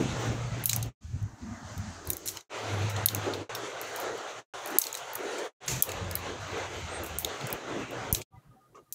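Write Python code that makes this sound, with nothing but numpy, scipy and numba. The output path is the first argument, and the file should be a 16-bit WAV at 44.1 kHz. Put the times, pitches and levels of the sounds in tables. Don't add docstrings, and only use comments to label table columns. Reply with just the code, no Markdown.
import sys
import numpy as np
from scipy import signal
from scipy.io import wavfile
from scipy.ndimage import uniform_filter1d, minimum_filter1d
from numba import njit

SR = 44100
rng = np.random.default_rng(int(sys.argv[2]) if len(sys.argv) > 2 else 0)


def pcm_store(signal):
    levels = np.round(np.clip(np.atleast_2d(signal), -1, 1) * 32767)
    wavfile.write(sys.argv[1], SR, levels.astype(np.int16).T)


N = 394254


def undb(db):
    return 10 ** (np.asarray(db) / 20)


def unit(x):
    return x / np.sqrt(np.mean(x ** 2))


def even(y):
    return y / (2.09 * np.sqrt(uniform_filter1d(y ** 2, size=44).max()))


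def decay(t, t60):
    return np.exp(-np.log(1000) * t / t60)


def add(out, s, x):
    i = int(s * SR)
    out[i:i + len(x)] += x[:N - i]


def curves(table):
    t = np.arange(N) / SR
    s, *columns = np.transpose(table)
    return [np.interp(t, s, c) for c in columns]


def walk(rate):
    k = int(SR / rate)
    steps = np.repeat(rng.standard_normal(N // k + 1), k)
    return 1.37 * uniform_filter1d(uniform_filter1d(steps, k), k)[:N]


def band(hz, width, size=N):
    edges = hz - width / 2, hz + width / 2
    sos = signal.butter(2, edges, "band", fs=SR, output="sos")
    return unit(signal.sosfilt(sos, rng.standard_normal(size)))


def above(x, hz):
    return signal.sosfilt(signal.butter(4, hz, "high", fs=SR, output="sos"), x)


def coloured(points, flicker_db, share, count):
    hz, db = np.transpose(points)
    centres = np.geomspace(hz[0], hz[-1], count)
    gains = np.interp(np.log(centres), np.log(hz), db) + 10 * np.log10(centres)
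    return unit(sum(undb(g + flicker_db * walk(22)) * band(f, share * f) for f, g in zip(centres, gains)))


@njit
def svf(x, hz, width):
    y, b, l = np.empty(len(x)), 0., 0.
    for i in range(len(x)):
        g, k = np.tan(np.pi * hz[i] / SR), width[i] / hz[i]
        v = (b + g * (x[i] - l)) / (1 + g * (g + k))
        b, l, y[i] = 2 * v - b, l + 2 * g * v, k * v
    return y


def drifting(hz, width):
    noise = rng.standard_normal(N) / np.sqrt(width)
    return unit(svf(svf(noise, hz, width), hz, width))


# start t/s, fade-in t/s, end t/s, fade-out t/s, steady share of the hum [0-1],
# boom width f/Hz, hiss level/dB and rustle level/dB over the treble level
STRETCHES = [(-.1, .01, 0.98, 0.093, 0.62, 303, -3, -25.5), (1.007, 0.037, 2.521, 0.15, 0.036, 115, 2, -22),
             (2.494, 0.05, 3.554, 0.14, 0.84, 342, -5.5, -25.5),
             (3.493, 0.00081, 4.49, 0.096, 0.15, 220, -4, -22.5),
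             (4.537, 0.0012, 5.565, 0.1, 0.15, 217, -4.5, -22.5),
             (5.603, 0.042, 8.272, 0.057, 0.4, 307, -6, -27),
             (8.305, 0.06, 9.19, 0.14, 0.08, 250, -10, -16)]
# rumble level/dB under the hum, then noise near 4.6 kHz, near 9 kHz
# and at 2-4 kHz, each level/dB over the treble level
SHADES = [(-5, -15.5, -26.5, 0.3), (-5.5, -3.5, -30, -1), (-20.5, -16.5, -23.5, .3), (-13, -26.5, -22.5, 0),
          (-4.5, -19, -17.5, -0.1), (-8, -24, -31.5, 0.1), (-8, -17, -22, -.3)]


def by_stretch():
    return np.searchsorted(np.transpose(STRETCHES)[0], np.arange(N) / SR) - 1


# t/s, f/Hz
HUM = [(0, 132.1), (.19, 116), (.32, 120), (.9, 119.7), (1.05, 89.04), (1.25, 104), (1.49, 82.1),
       (1.8, 105), (1.92, 83.8), (2.1, 81.84), (2.38, 114.9), (2.55, 104), (3.45, 104), (3.57, 122.2),
       (4.03, 106), (4.38, 122), (5.07, 122), (5.2, 98.07), (5.45, 105.2), (5.67, 130), (5.76, 130.3),
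       (5.9, 92), (6.36, 89.77), (6.45, 97.8), (6.9, 83.6), (7.28, 78.63), (7.39, 130.7), (8.0, 119.9),
       (8.1, 102.6), (8.35, 122), (8.9, 125)]
# t/s, hum level/dB, boom level/dB, boom f/Hz
LOWS = [
    [(0.0, -28.5, -35, 248), (0.14, -34.5, -42, 271), (0.22, -41, -42.5, 387), (0.3, -27.5, -40, 225.8),
     (0.324, -33.5, -40, 261.5), (0.506, -36, -57, 219.6), (0.534, -31, -61, 228), (0.57, -37.5, -42, 291),
     (0.664, -36.5, -56.5, 220.7), (0.756, -32, -58, 220.4), (0.86, -36.5, -45.5, 224)],
    [(1.05, -54, -61, 219.2), (1.078, -47.5, -72.5, 218), (1.164, -35, -48, 225.3),
     (1.198, -55.5, -51, 244), (1.226, -35, -52, 221.7), (1.386, -69, -60, 245), (1.42, -52, -45, 252),
     (1.528, -45, -56, 249.6), (1.59, -63, -53, 229.8), (1.634, -45, -50.5, 256), (1.7, -64, -52, 228.3)],
    [(1.72, -42, -52, 237.5), (1.748, -57, -52, 242), (1.778, -33.5, -55, 225), (1.832, -49, -55, 248.7),
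     (1.91, -46, -55, 247.5), (1.944, -59, -58, 245), (2.01, -50, -54, 362.5), (2.04, -60, -53, 318),
     (2.092, -33.5, -43, 336), (2.178, -57, -49.5, 336), (2.38, -59, -54, 371)],
    [(2.55, -62, -38.5, 436), (2.764, -32, -42.5, 357.4), (2.818, -31, -38, 401), (2.914, -36.5, -56, 321),
     (3.028, -33, -42, 332), (3.08, -31, -51, 251), (3.13, -38, -41, 310), (3.178, -33.5, -41.5, 275.4),
     (3.212, -42, -53, 416), (3.272, -38.5, -36, 408), (3.39, -40.5, -41.5, 382)],
    [(3.5, -57.5, -42, 420), (3.53, -54, -50, 447), (3.65, -57, -42.5, 389), (3.678, -70, -41, 423),
     (3.772, -58, -55, 437), (3.794, -64, -49, 407), (4.154, -55, -39.5, 419), (4.186, -58, -49.5, 385),
     (4.252, -86, -44, 432), (4.272, -65, -48, 451.5), (4.38, -61, -49.5, 400)],
    [(4.55, -58, -40.5, 453), (4.606, -76, -57, 419), (4.646, -65, -45.5, 422), (4.764, -75, -41, 334),
     (4.82, -74, -50, 393), (4.996, -64, -54.5, 460), (5.136, -69, -56, 445), (5.158, -64, -61, 383.5),
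     (5.196, -69, -43, 400), (5.442, -73.5, -38.5, 427), (5.45, -79, -46, 432)],
    [(5.67, -56.5, -51, 390), (5.696, -41.5, -38.5, 376), (5.746, -35.5, -51, 251),
     (5.806, -38, -47, 273.5), (5.838, -58, -52, 385), (5.888, -40.5, -40, 449), (5.982, -39.5, -55, 269),
     (6.056, -35, -51.5, 346.5), (6.352, -48.5, -45.5, 380), (6.426, -39.5, -62, 245), (6.5, -58, -48, 325)],
    [(6.53, -37, -45, 410), (6.56, -52, -40.5, 463), (6.814, -46.5, -50.5, 352), (6.846, -41, -63, 239),
     (6.906, -52, -50.5, 361), (7.052, -42, -40.5, 386.5), (7.084, -49, -56, 322), (7.16, -37, -43, 385),
     (7.212, -47, -65, 342), (7.246, -39, -37.5, 448), (7.3, -52, -46, 403.5)],
    [(7.33, -60, -41, 382), (7.4, -58, -46, 398), (7.45, -37, -41.5, 261), (7.49, -69, -51, 365),
     (7.538, -40, -40, 357), (7.584, -60, -44.5, 392.5), (7.834, -44, -39.5, 252), (7.864, -56, -54, 280),
     (7.942, -49, -36, 412.6), (8.006, -45, -44, 253), (8.1, -41, -38.5, 410)],
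    [(8.35, -51.5, -67.5, 224), (8.382, -52.5, -72, 217), (8.434, -81, -74, 275), (8.48, -53.5, -77, 219.4),
     (8.552, -70, -64, 273), (8.626, -80, -75, 296.5), (8.722, -63.5, -72, 295), (8.786, -83.5, -58, 427.8),
     (8.832, -63, -65, 319), (8.858, -86, -80, 295), (8.9, -70, -74, 298)],
]


def low_end():
    hum_db, boom_db, boom_hz = curves(np.vstack(LOWS))
    hum_hz, = curves(HUM)
    stretch = by_stretch()
    steady, width = np.array(STRETCHES)[stretch, 4:6].T.copy()
    rumble_db = np.array(SHADES)[stretch, 0]
    phase = 2 * np.pi * np.cumsum(hum_hz * (1 + 0.0203 * walk(18))) / SR
    tone = np.sqrt(2) * np.sin(phase) * undb(1.4 * walk(23))
    lumps = undb(2.8 * walk(25)) * drifting(hum_hz, np.full(N, 45.))
    rumble = lumps + undb(rumble_db) * band(60, 45) + undb(-8.5) * band(170, 60)
    hum = np.sqrt(steady) * tone + np.sqrt(1 - steady) * rumble
    boom = undb(boom_db + 2.2 * walk(20)) * drifting(boom_hz, width)
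    return undb(hum_db) * hum + boom


# t/s, rush level/dB, treble level/dB, level/dB near 520 Hz before a trim
SWELL = [(0.0, -44.5, -44.5, -45), (0.08, -44, -45.0, -50), (0.15, -43, -45.5, -46.5),
         (0.23, -39.5, -43.5, -41), (0.31, -43.5, -47.5, -46), (0.39, -43.5, -48, -45.5),
         (0.46, -46, -49.5, -49), (0.54, -43.5, -49.5, -47), (0.62, -44.5, -48, -51),
         (0.7, -50.5, -52, -59), (0.77, -45, -48.5, -51.5), (0.85, -53, -56.5, -60),
         (1.06, -64.5, -64.5, -80), (1.14, -63, -64.5, -74), (1.21, -57, -62, -76), (1.28, -56.5, -68, -73),
         (1.36, -59.5, -70, -74), (1.43, -56, -62.5, -74), (1.5, -51.5, -61.5, -71), (1.58, -49, -63, -70),
         (1.65, -49.5, -60, -70), (1.72, -50.0, -57.5, -60), (1.8, -50.5, -57, -72),
         (1.87, -51, -57.5, -76), (1.94, -52, -59.5, -72), (2.01, -53.5, -60, -61.0),
         (2.09, -45.5, -54.5, -52.5), (2.16, -52, -56, -54.5), (2.23, -58.5, -59, -57),
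         (2.31, -56, -58, -62), (2.38, -47, -48.5, -59), (2.56, -39.0, -45, -47.5),
         (2.63, -41.5, -46.0, -50), (2.71, -42, -46, -43.0), (2.79, -37.5, -43, -43.0),
         (2.86, -44, -44.5, -47), (2.94, -42.5, -47.5, -48), (3.02, -36, -43.5, -46.0),
         (3.09, -43, -45, -50), (3.17, -42.5, -49.5, -49.5), (3.25, -39, -43.5, -47), (3.32, -39, -45, -44),
         (3.4, -47, -49, -50), (3.51, -40.5, -48.5, -51), (3.58, -41.5, -49.5, -49.0),
         (3.66, -42, -45.5, -53), (3.73, -43.0, -48.5, -44), (3.8, -43, -49, -50),
         (3.87, -42.5, -45.5, -47.5), (3.95, -36, -44.5, -49.5), (4.02, -39, -44.5, -39),
         (4.09, -38.5, -47.0, -41.5), (4.17, -43, -49.5, -48), (4.24, -41, -47.5, -47),
         (4.31, -43.0, -48.5, -44), (4.38, -44.5, -49.5, -56), (4.55, -43.5, -48.5, -53),
         (4.63, -43, -48.5, -56), (4.7, -40.5, -48, -50.5), (4.78, -40, -44.5, -51.5),
         (4.85, -46, -46.5, -54.5), (4.92, -47.5, -49.5, -54), (5.0, -44.5, -47.5, -52.5),
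         (5.07, -44, -48.5, -51.0), (5.15, -41.5, -48.5, -52), (5.22, -40.5, -47.5, -49),
         (5.29, -41, -46.5, -43), (5.37, -41, -45.5, -49), (5.44, -41, -48.5, -42),
         (5.67, -48.5, -50.5, -57), (5.74, -45, -46.5, -52), (5.81, -45, -50, -48.5),
         (5.89, -39.5, -46.5, -46.5), (5.96, -42.5, -46, -45), (6.04, -44.5, -47.5, -45),
         (6.11, -42.5, -47, -44), (6.19, -43.5, -46.5, -52), (6.26, -40, -45, -43), (6.33, -44.5, -47, -54),
         (6.41, -43.5, -46.5, -50.5), (6.48, -40.5, -46.5, -54), (6.56, -41.0, -45.5, -51),
         (6.63, -38.5, -44.5, -44.5), (6.71, -44.5, -46.5, -53), (6.78, -47, -47.0, -51),
         (6.86, -47, -46.5, -60), (6.93, -40, -48, -47), (7.0, -41, -47, -50), (7.08, -44.5, -48, -52),
         (7.15, -43.5, -45, -50), (7.23, -48.5, -48.5, -55), (7.3, -41, -45.5, -44),
         (7.38, -42.5, -45.5, -51), (7.45, -44, -44.5, -49.0), (7.53, -41.5, -47.5, -47),
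         (7.6, -45.5, -49.0, -53), (7.67, -42.0, -49.0, -48), (7.75, -42.5, -47.5, -46.0),
         (7.82, -44, -47.5, -54), (7.9, -47, -50, -51), (7.97, -41, -48.5, -43),
         (8.05, -40.5, -46.5, -47.5), (8.12, -41.5, -46.5, -46), (8.2, -54.5, -54, -64),
         (8.37, -73, -81.5, -75), (8.52, -73.5, -82, -79.5), (8.67, -75.5, -84, -78), (8.9, -77, -86, -85)]
# f/Hz, relative level/dB per Hz
RUSH = [(600, -7.5), (700, -3.5), (1000, -7), (1400, -6.5), (2000, -12.5)]
# f/Hz, relative level/dB per Hz
SIZZLE = [(2100, 0.5), (3000, -1), (4100, -4), (5000, -12)]
# f/Hz, relative level/dB per Hz
HISS = [(5300, -10), (6000, -0.5), (6600, -0.5), (7300, -6), (8300, -14), (9500, -24)]
# f/Hz, relative level/dB per Hz
RUSTLE = [(9500, 0), (12000, -5.5), (14500, -1)]
SHIMMER_HISS_DB = -4
RUSTLE_SWING = 1


def room_noise():
    rush_db, treble_db, low_db = curves(np.vstack(SWELL))
    stretch = by_stretch()
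    hiss_db, rustle_db = np.array(STRETCHES)[stretch, 6:].T
    gap_db, air_db, sizzle_db = np.array(SHADES)[stretch, 1:].T
    mean_db = np.bincount(stretch, treble_db) / np.bincount(stretch)
    swell_db = treble_db - mean_db[stretch]
    glow = shimmer()
    rush = undb(rush_db) * coloured(RUSH, flicker_db=2.5, share=0.089, count=18)
    low = undb(low_db - 0.5 + 0.89 * walk(25)) * band(520, 170)
    sizzle = undb(treble_db + sizzle_db) * coloured(SIZZLE, flicker_db=2.0, share=.12, count=8)
    gap = undb(treble_db + gap_db + 2.2 * walk(23)) * band(4600, 1400)
    air = undb(treble_db + air_db) * band(9200, 2200)
    hiss_level = np.hypot(undb(treble_db + hiss_db), undb(SHIMMER_HISS_DB) * glow)
    hiss = hiss_level * coloured(HISS, flicker_db=1.0, share=0.11, count=8)
    rustle_level = np.hypot(undb(treble_db + rustle_db + RUSTLE_SWING * swell_db), glow)
    rustle = rustle_level * undb(2.1 * walk(120)) * coloured(RUSTLE, flicker_db=4.5, share=0.11, count=7)
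    return rush + low + sizzle + gap + air + hiss + rustle


def background():
    return undb(1.1 * walk(25)) * (low_end() + room_noise())


def microphone_hiss():
    return undb(-78) * band(9000, 13000)


def ring(modes, crack, detune):
    t = np.arange(int(.12 * SR)) / SR
    body = np.zeros(len(t))
    for hz, db, t60 in modes:
        strength, pitch, sign = rng.standard_normal(3)
        wave = np.sin(2 * np.pi * hz * (1 + detune * pitch) * t)
        body += undb(db + 2.0 * strength) * np.sign(sign) * wave * decay(t, t60)
    return even(signal.fftconvolve(body, crack))


# t/s, jaws peak level/dB, bowl minus jaws level/dB, stick minus jaws level/dB,
# bowl pitch f/Hz, crack length t/ms, room tail level/dB relative to the jaws
CLICKS = [(0.6386, -22.5, -11, -20, 2040, 1.6, -14), (0.6567, -1.5, -21, -14, 3360, 2.4, -21),
          (0.692, -30, 3, 6, 3600, 2.2, -24), (0.6948, -12.5, -2, 2, 3980, 2, -23),
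          (0.7125, -40, 13, 0, 4050, 2.5, -20), (0.731, -21, 1.5, 10, 2540, 2.6, -23),
          (0.762, -14, -20, -6, 3950, 1.7, -31), (0.827, -27, -6.5, 0.5, 3800, 3, -23),
          (0.8589, -45.5, -5, 3.5, 3700, 1.9, -33), (1.227, -52, -12, 4, 4500, 1.5, -28),
          (1.778, -39.5, -6, 1, 3950, 2.2, -22), (2.0532, -46, -14, -2, 2040, 1.8, -32),
          (2.073, -27, -15, -10, 2060, 1.6, -22), (2.092, -33, -9, -8, 3860, 2, -24),
          (2.102, -6, -19, -11, 3680, 2.1, -27), (2.132, -22.5, -16, -2, 4890, 2.6, -46),
          (2.168, -23.5, -27, -8, 3820, 1.5, -27), (2.276, -26, 0, 3, 3800, 1.4, -28),
          (2.2837, -23, -9, 3, 3760, 1.7, -22), (2.289, -34.5, 5, 6, 3800, 1.8, -25),
          (2.371, -34.5, 5.5, 6, 3000, 2, -37), (2.408, -35.5, 8, 10, 3800, 1.8, -30),
          (2.898, -33, -9, -0.5, 2140, 1.8, -13), (2.9637, -46.5, 17.5, 15, 3080, 2.1, -18),
          (3.059, 6, -16.5, -17, 4370, 2.8, -28), (3.0855, -17.5, 8.5, 6, 4200, 1.9, -25),
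          (3.1482, -14.5, -9.5, -3, 2600, 1.2, -31), (3.158, -34, -10, 2, 3500, 1.5, -30),
          (3.166, -41, 2, 3, 3500, 1.8, -33), (3.3364, -38, 13, 2, 3800, 1.2, -15.5),
          (3.5498, -27, -1, -2, 3500, 3, -18), (3.814, -26.5, -9, -5, 2620, 1.6, -21),
          (3.961, -27, -6, -6, 2400, 1.9, -17), (4, -28, -13, -32, 2410, 1.8, -16),
          (4.1779, -45, -2, -3, 2690, 1.8, -30), (4.659, -27, -8, -6, 2710, 1.9, -27),
          (4.6734, -29, -14, -12.5, 3200, 1.8, -18.5), (4.7042, -34, -15, -11, 2310, 1.6, -16),
          (4.7855, 10.5, -20, -10.5, 4420, 1.3, -28), (4.8044, -26.5, -11, -5, 3820, 1.8, -28.5),
          (4.816, -7, -14, -3, 4000, 1.1, -30), (4.819, -10, -13, 2, 3800, 0.84, -37),
          (4.8392, -23, 6, -3, 4200, 1.4, -28), (4.852, -28, -9, -1, 3570, 1.8, -28),
          (4.868, -29.5, 4.5, 6.5, 4310, 2, -26), (4.928, -30, -17, 8.5, 2600, 2, -30),
          (4.9424, -33, 7, 1, 3980, 1.3, -32), (4.9506, -27, 0, 3, 3830, 1.6, -25),
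          (4.9726, -33, -11, 3, 2030, 1.5, -17), (5.1327, -28, -24, -15, 2060, 2.7, -24),
          (5.153, -22, -11, -9, 2070, 3.8, -22), (5.3837, -42.5, 4, 11.5, 2180, 1.4, -14),
          (5.662, -42, -20, 0, 3770, 1.7, -27), (5.8233, 1.5, -20, -9.5, 3420, 2.4, -27),
          (5.835, -26, 2, -3, 3500, 2.4, -24.5), (5.891, -37.5, 8, 8.5, 2680, 2.3, -19),
          (5.9179, -32, 0, 5, 2160, 1.6, -28), (6.111, -29, -2.5, -1, 5000, 3.2, -22),
          (6.1537, -12, -13, -23, 5100, 1.9, -27), (7.036, -27.5, -16, -17, 2270, 1.6, -18),
          (7.044, -35, -5, -12.5, 2400, 2, -26), (7.0628, -29, -14, -7, 2320, 2, -18),
          (7.186, -9.5, -27, -13, 2440, 1.6, -20), (7.1945, -25, -17, -12, 2340, 1.8, -29),
          (7.2467, -18.5, 2, -4, 3880, 2, -27), (7.4102, -47, 16, 7, 3440, 1.9, -28),
          (7.4695, -30.5, -16, -1, 2730, 2.2, -21), (7.5033, -31, -4, -14, 2370, 2, -32),
          (7.5268, -18.5, -16.5, -18, 5000, 2.3, -31), (7.9084, -39, -8, -6, 2020, 1.6, -20),
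          (8.127, 0.5, -34, -13.5, 3570, 0.91, -23.5), (8.1477, -15.5, 1, 1.5, 3900, 2, -23.5),
          (8.1565, -32, -4, 3, 2700, 1.5, -35), (8.169, -40, 4, 3, 2800, 1.6, -31),
          (8.212, -50, 2, 12, 4970, 1.2, -34), (8.216, -41.5, 11, 10, 2810, 1.4, -9),
          (8.9244, -21, -25, -7.5, 3600, 1.7, -17.5)]
# f/Hz, relative level/dB, 60 dB decay t/s
JAWS = [(9800, -1, 0.0026), (11430, -3, 0.0022), (12500, -3.5, 0.0041), (14360, -5, 0.0061),
        (16160, 0, 0.0025)]
# f/Hz, relative level/dB, 60 dB decay t/s
STICK = [(5700, -5, 0.0033), (6580, 3.5, 0.0058), (7980, -2, 0.0058)]
# f/Hz, relative level/dB, 60 dB decay t/s
BOWL = [(1590, -8.5, 0.012), (2320, -2, 0.01), (2980, -10, 0.0019), (3786, -4, 0.0096), (4115, -2.5, 0.011),
        (5100, -5, 0.0027)]
BELOW_DB_OCT, ABOVE_DB_OCT = 12, 6.5
SPOT_DB, SPOT_T60_S = 0, 0.012
EDGE, BOWL_EDGE = 0.78, 0.58
THUD_DB, SNAP_DB = -4.5, -5
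TAIL_DELAY_S, TAIL_T60_S, ECHO_S, ECHO_DB = 0.0026, 0.12, .009, -24


def clicks():
    out, t = np.zeros(N), np.arange(int(.25 * SR)) / SR
    jaws_air = unit(band(13500, 4500) + undb(-10.0) * band(9500, 3300))
    airs = np.array([jaws_air, band(6600, 2700), band(3800, 2200)])
    tail = np.clip(t / TAIL_DELAY_S, 0, 1) ** 2 * decay(t, TAIL_T60_S)
    for s, db, bowl_db, stick_db, bowl_hz, ms, tail_db in CLICKS:
        age = t[:400] * 1000 / ms
        spikes = rng.standard_normal(400) * undb(4.3 * rng.standard_normal(400))
        crack = spikes * (1 - np.exp(-12 * age)) * np.exp(-1.3 * age ** 1.2)
        hit = ring(JAWS, crack, 0.016) + undb(stick_db) * ring(STICK, crack, 0.029)
        add(out, s, undb(db) * above(hit, EDGE * bowl_hz))
        struck = [(bowl_hz, SPOT_DB, SPOT_T60_S)]
        for hz, mode_db, t60 in BOWL:
            slope = BELOW_DB_OCT if hz < bowl_hz else ABOVE_DB_OCT
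            struck.append((hz, mode_db - slope * abs(np.log2(hz / bowl_hz)), t60))
        bowl = above(ring(struck, crack, 0.018), BOWL_EDGE * bowl_hz)
        add(out, s, undb(db + bowl_db) * bowl)
        sos = signal.butter(3, [.62 * bowl_hz, 9000], "band", fs=SR, output="sos")
        thud = even(signal.sosfilt(sos, crack))
        add(out, s, undb(db + bowl_db + THUD_DB) * thud)
        snap = even(np.diff(np.diff(crack)))
        add(out, s, undb(db + SNAP_DB) * snap)
        add(out, s + ECHO_S, undb(db + ECHO_DB) * ring(JAWS, crack, 0.053))
        start = min(int(s * SR), N - len(t))
        air = undb([0, stick_db + 2.5, bowl_db + 0.5]) @ airs[:, start:start + len(t)]
        add(out, s, undb(db + tail_db) * tail * air)
    return out


SHIMMER_DB, SHIMMER_T60_S = -51, .35


def shimmer():
    kicks = np.zeros(N)
    s, db = np.transpose(CLICKS)[:2]
    kicks[(s * SR).astype(int)] = undb(2 * (db + SHIMMER_DB))
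    keep = decay(2 / SR, SHIMMER_T60_S)
    return np.sqrt(signal.lfilter([1], [1, -keep], kicks))


# t/s, peak level/dB, f/Hz, 60 dB decay t/s, swell [cycles]
BUMPS = [(1.043, -33.5, 79, 0.071, 1.1), (1.139, -31.5, 99, 0.07, 1.1), (1.215, -27, 109, 0.093, 1.1),
         (1.254, -31, 106, 0.063, 0.74), (1.33, -39.5, 110, 0.056, .8), (1.419, -36, 77.5, 0.097, .8),
         (1.505, -38, 99, 0.11, .8), (1.625, -41, 84.4, 0.11, .8), (2.074, -46, 80, 0.077, .8),
         (1.77, -30, 104, 0.028, 0.61), (8.127, -7, 88, 0.017, 0.15), (8.336, -46, 102, 0.081, .8),
         (8.465, -55, 122, 0.16, 1.1)]


def bumps():
    out, t = np.zeros(N), np.arange(SR // 2) / SR
    for s, db, hz, t60, swell in BUMPS:
        push = (1 - np.exp(-t * hz / swell)) * decay(t, t60)
        add(out, s, -undb(db) * np.sin(2 * np.pi * hz * t) * push / push.max())
    return out


# start t/s, end t/s, f/Hz, level/dB, waver f/Hz
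TONES = [(5.656, 5.682, 10600, -57, 98), (3.545, 3.568, 3520, -45.5, 83), (3.546, 3.563, 5320, -41, 88),
         (6.89, 7.008, 8430, -52, 110), (8.312, 8.365, 1210, -62.5, 30), (8.37, 8.413, 1220, -64, 18),
         (8.41, 8.58, 1225, -76, 29), (8.505, 8.555, 1223, -63, 20), (8.59, 8.69, 1224, -67, 17),
         (8.85, 8.92, 1215, -73, 30), (1.4, 1.568, 221, -42, 35), (1.791, 1.928, 235, -45, 36),
         (8.316, 8.383, 783, -58, 17), (8.312, 8.388, 960, -61, 20), (8.35, 8.394, 2005, -69.5, 27),
         (8.554, 8.61, 747, -62.5, 22)]


def thin_tones():
    out = np.zeros(N)
    for start, end, hz, db, waver_hz in TONES:
        shape = signal.windows.tukey(int((end - start) * SR), .6)
        size = len(shape)
        phase = 2 * np.pi * np.cumsum(hz + waver_hz * walk(46.4)[:size]) / SR
        tone = np.sqrt(2) * np.sin(phase) * undb(1.7 * walk(52)[:size])
        add(out, start, undb(db) * shape * tone)
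    return out


# t/s, level/dB, 60 dB decay t/s, brightness level/dB, jingle level/dB
RATTLES = [(2.257, -41.5, 0.3, 5, -30), (5.678, -30.5, 0.46, -12, -21), (8.753, -64.5, 0.19, -19.5, -40)]
# centre f/Hz, width f/Hz, relative level/dB
HEAP = [(3260, 3900, -4.5), (6580, 1550, -0.5)]
JINGLE_HZ = [10000, 10600, 12600, 13000, 13600, 14700]


def rattles():
    out, t = np.zeros(N), np.arange(SR // 2) / SR
    for s, db, t60, bright_db, jingle_db in RATTLES:
        heap = sum(undb(g) * band(hz, width, size=len(t)) for hz, width, g in HEAP)
        bright = undb(bright_db) * band(11500, 8300, size=len(t))
        jingle = undb(jingle_db) * sum(band(hz, 60, size=len(t)) for hz in JINGLE_HZ)
        grain = undb(1.7 * walk(300)[:len(t)])
        envelope = np.clip(t / 0.0018, 0, 1) * decay(t, t60)
        add(out, s, undb(db) * (heap + bright + jingle) * grain * envelope)
    return out


# (f/Hz, relative level/dB, 60 dB decay t/s)
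KNOCK = ([(8.746, -41.5), (8.772, -41)], [(570, -8, 0.098), (1220, 4.5, 0.075), (1110, 6, 0.039),
         (480, -5, 0.062), (1870, -12, .04), (2130, -9.5, 0.045), (2800, -8, 0.037), (6100, -17, 0.033),
         (6800, -20, .03)])


def double_knock():
    out, t = np.zeros(N), np.arange(1500) / SR
    strokes, modes = KNOCK
    for s, db in strokes:
        burst = rng.standard_normal(len(t)) * np.exp(-t / 0.012)
        add(out, s, undb(db) * ring(modes, burst, 0.012))
    return out


def scene():
    room = background() + microphone_hiss()
    events = clicks() + bumps() + thin_tones() + rattles() + double_knock()
    return np.tile(room + events, (2, 1))


@njit
def follow(x, release):
    y, e = np.empty(len(x)), 1e-9
    for i in range(len(x)):
        e = max(x[i], e * release)
        y[i] = e
    return y


LOW_CUT_HZ, TOP_HZ = 42, 15600
KNEE_DB, RATIO, AHEAD_S, RELEASE_S = -14.5, 1.76, 0.0099, 0.026


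def record(dry):
    dry = signal.sosfilt(signal.butter(2, LOW_CUT_HZ, "high", fs=SR, output="sos"), dry)
    ahead, t = int(AHEAD_S * SR), np.arange(N) / SR
    peak = follow(np.abs(dry.mean(axis=0)), np.exp(-1 / (RELEASE_S * SR)))
    gain = np.minimum(1, undb(KNEE_DB) / peak) ** (1 - 1 / RATIO)
    gain = uniform_filter1d(minimum_filter1d(gain, 2 * ahead), ahead)
    fades = np.zeros(N)
    for start, up, end, down, *_ in STRETCHES:
        fades += np.clip((t - start) / up, 0, 1) * np.clip((end - t) / down, 0, 1) ** 5.7
    top_cut = signal.ellip(8, .2, 60, TOP_HZ, fs=SR, output="sos")
    return signal.sosfilt(top_cut, dry * gain * fades)


dry = scene()
out = record(dry)
pcm_store(out)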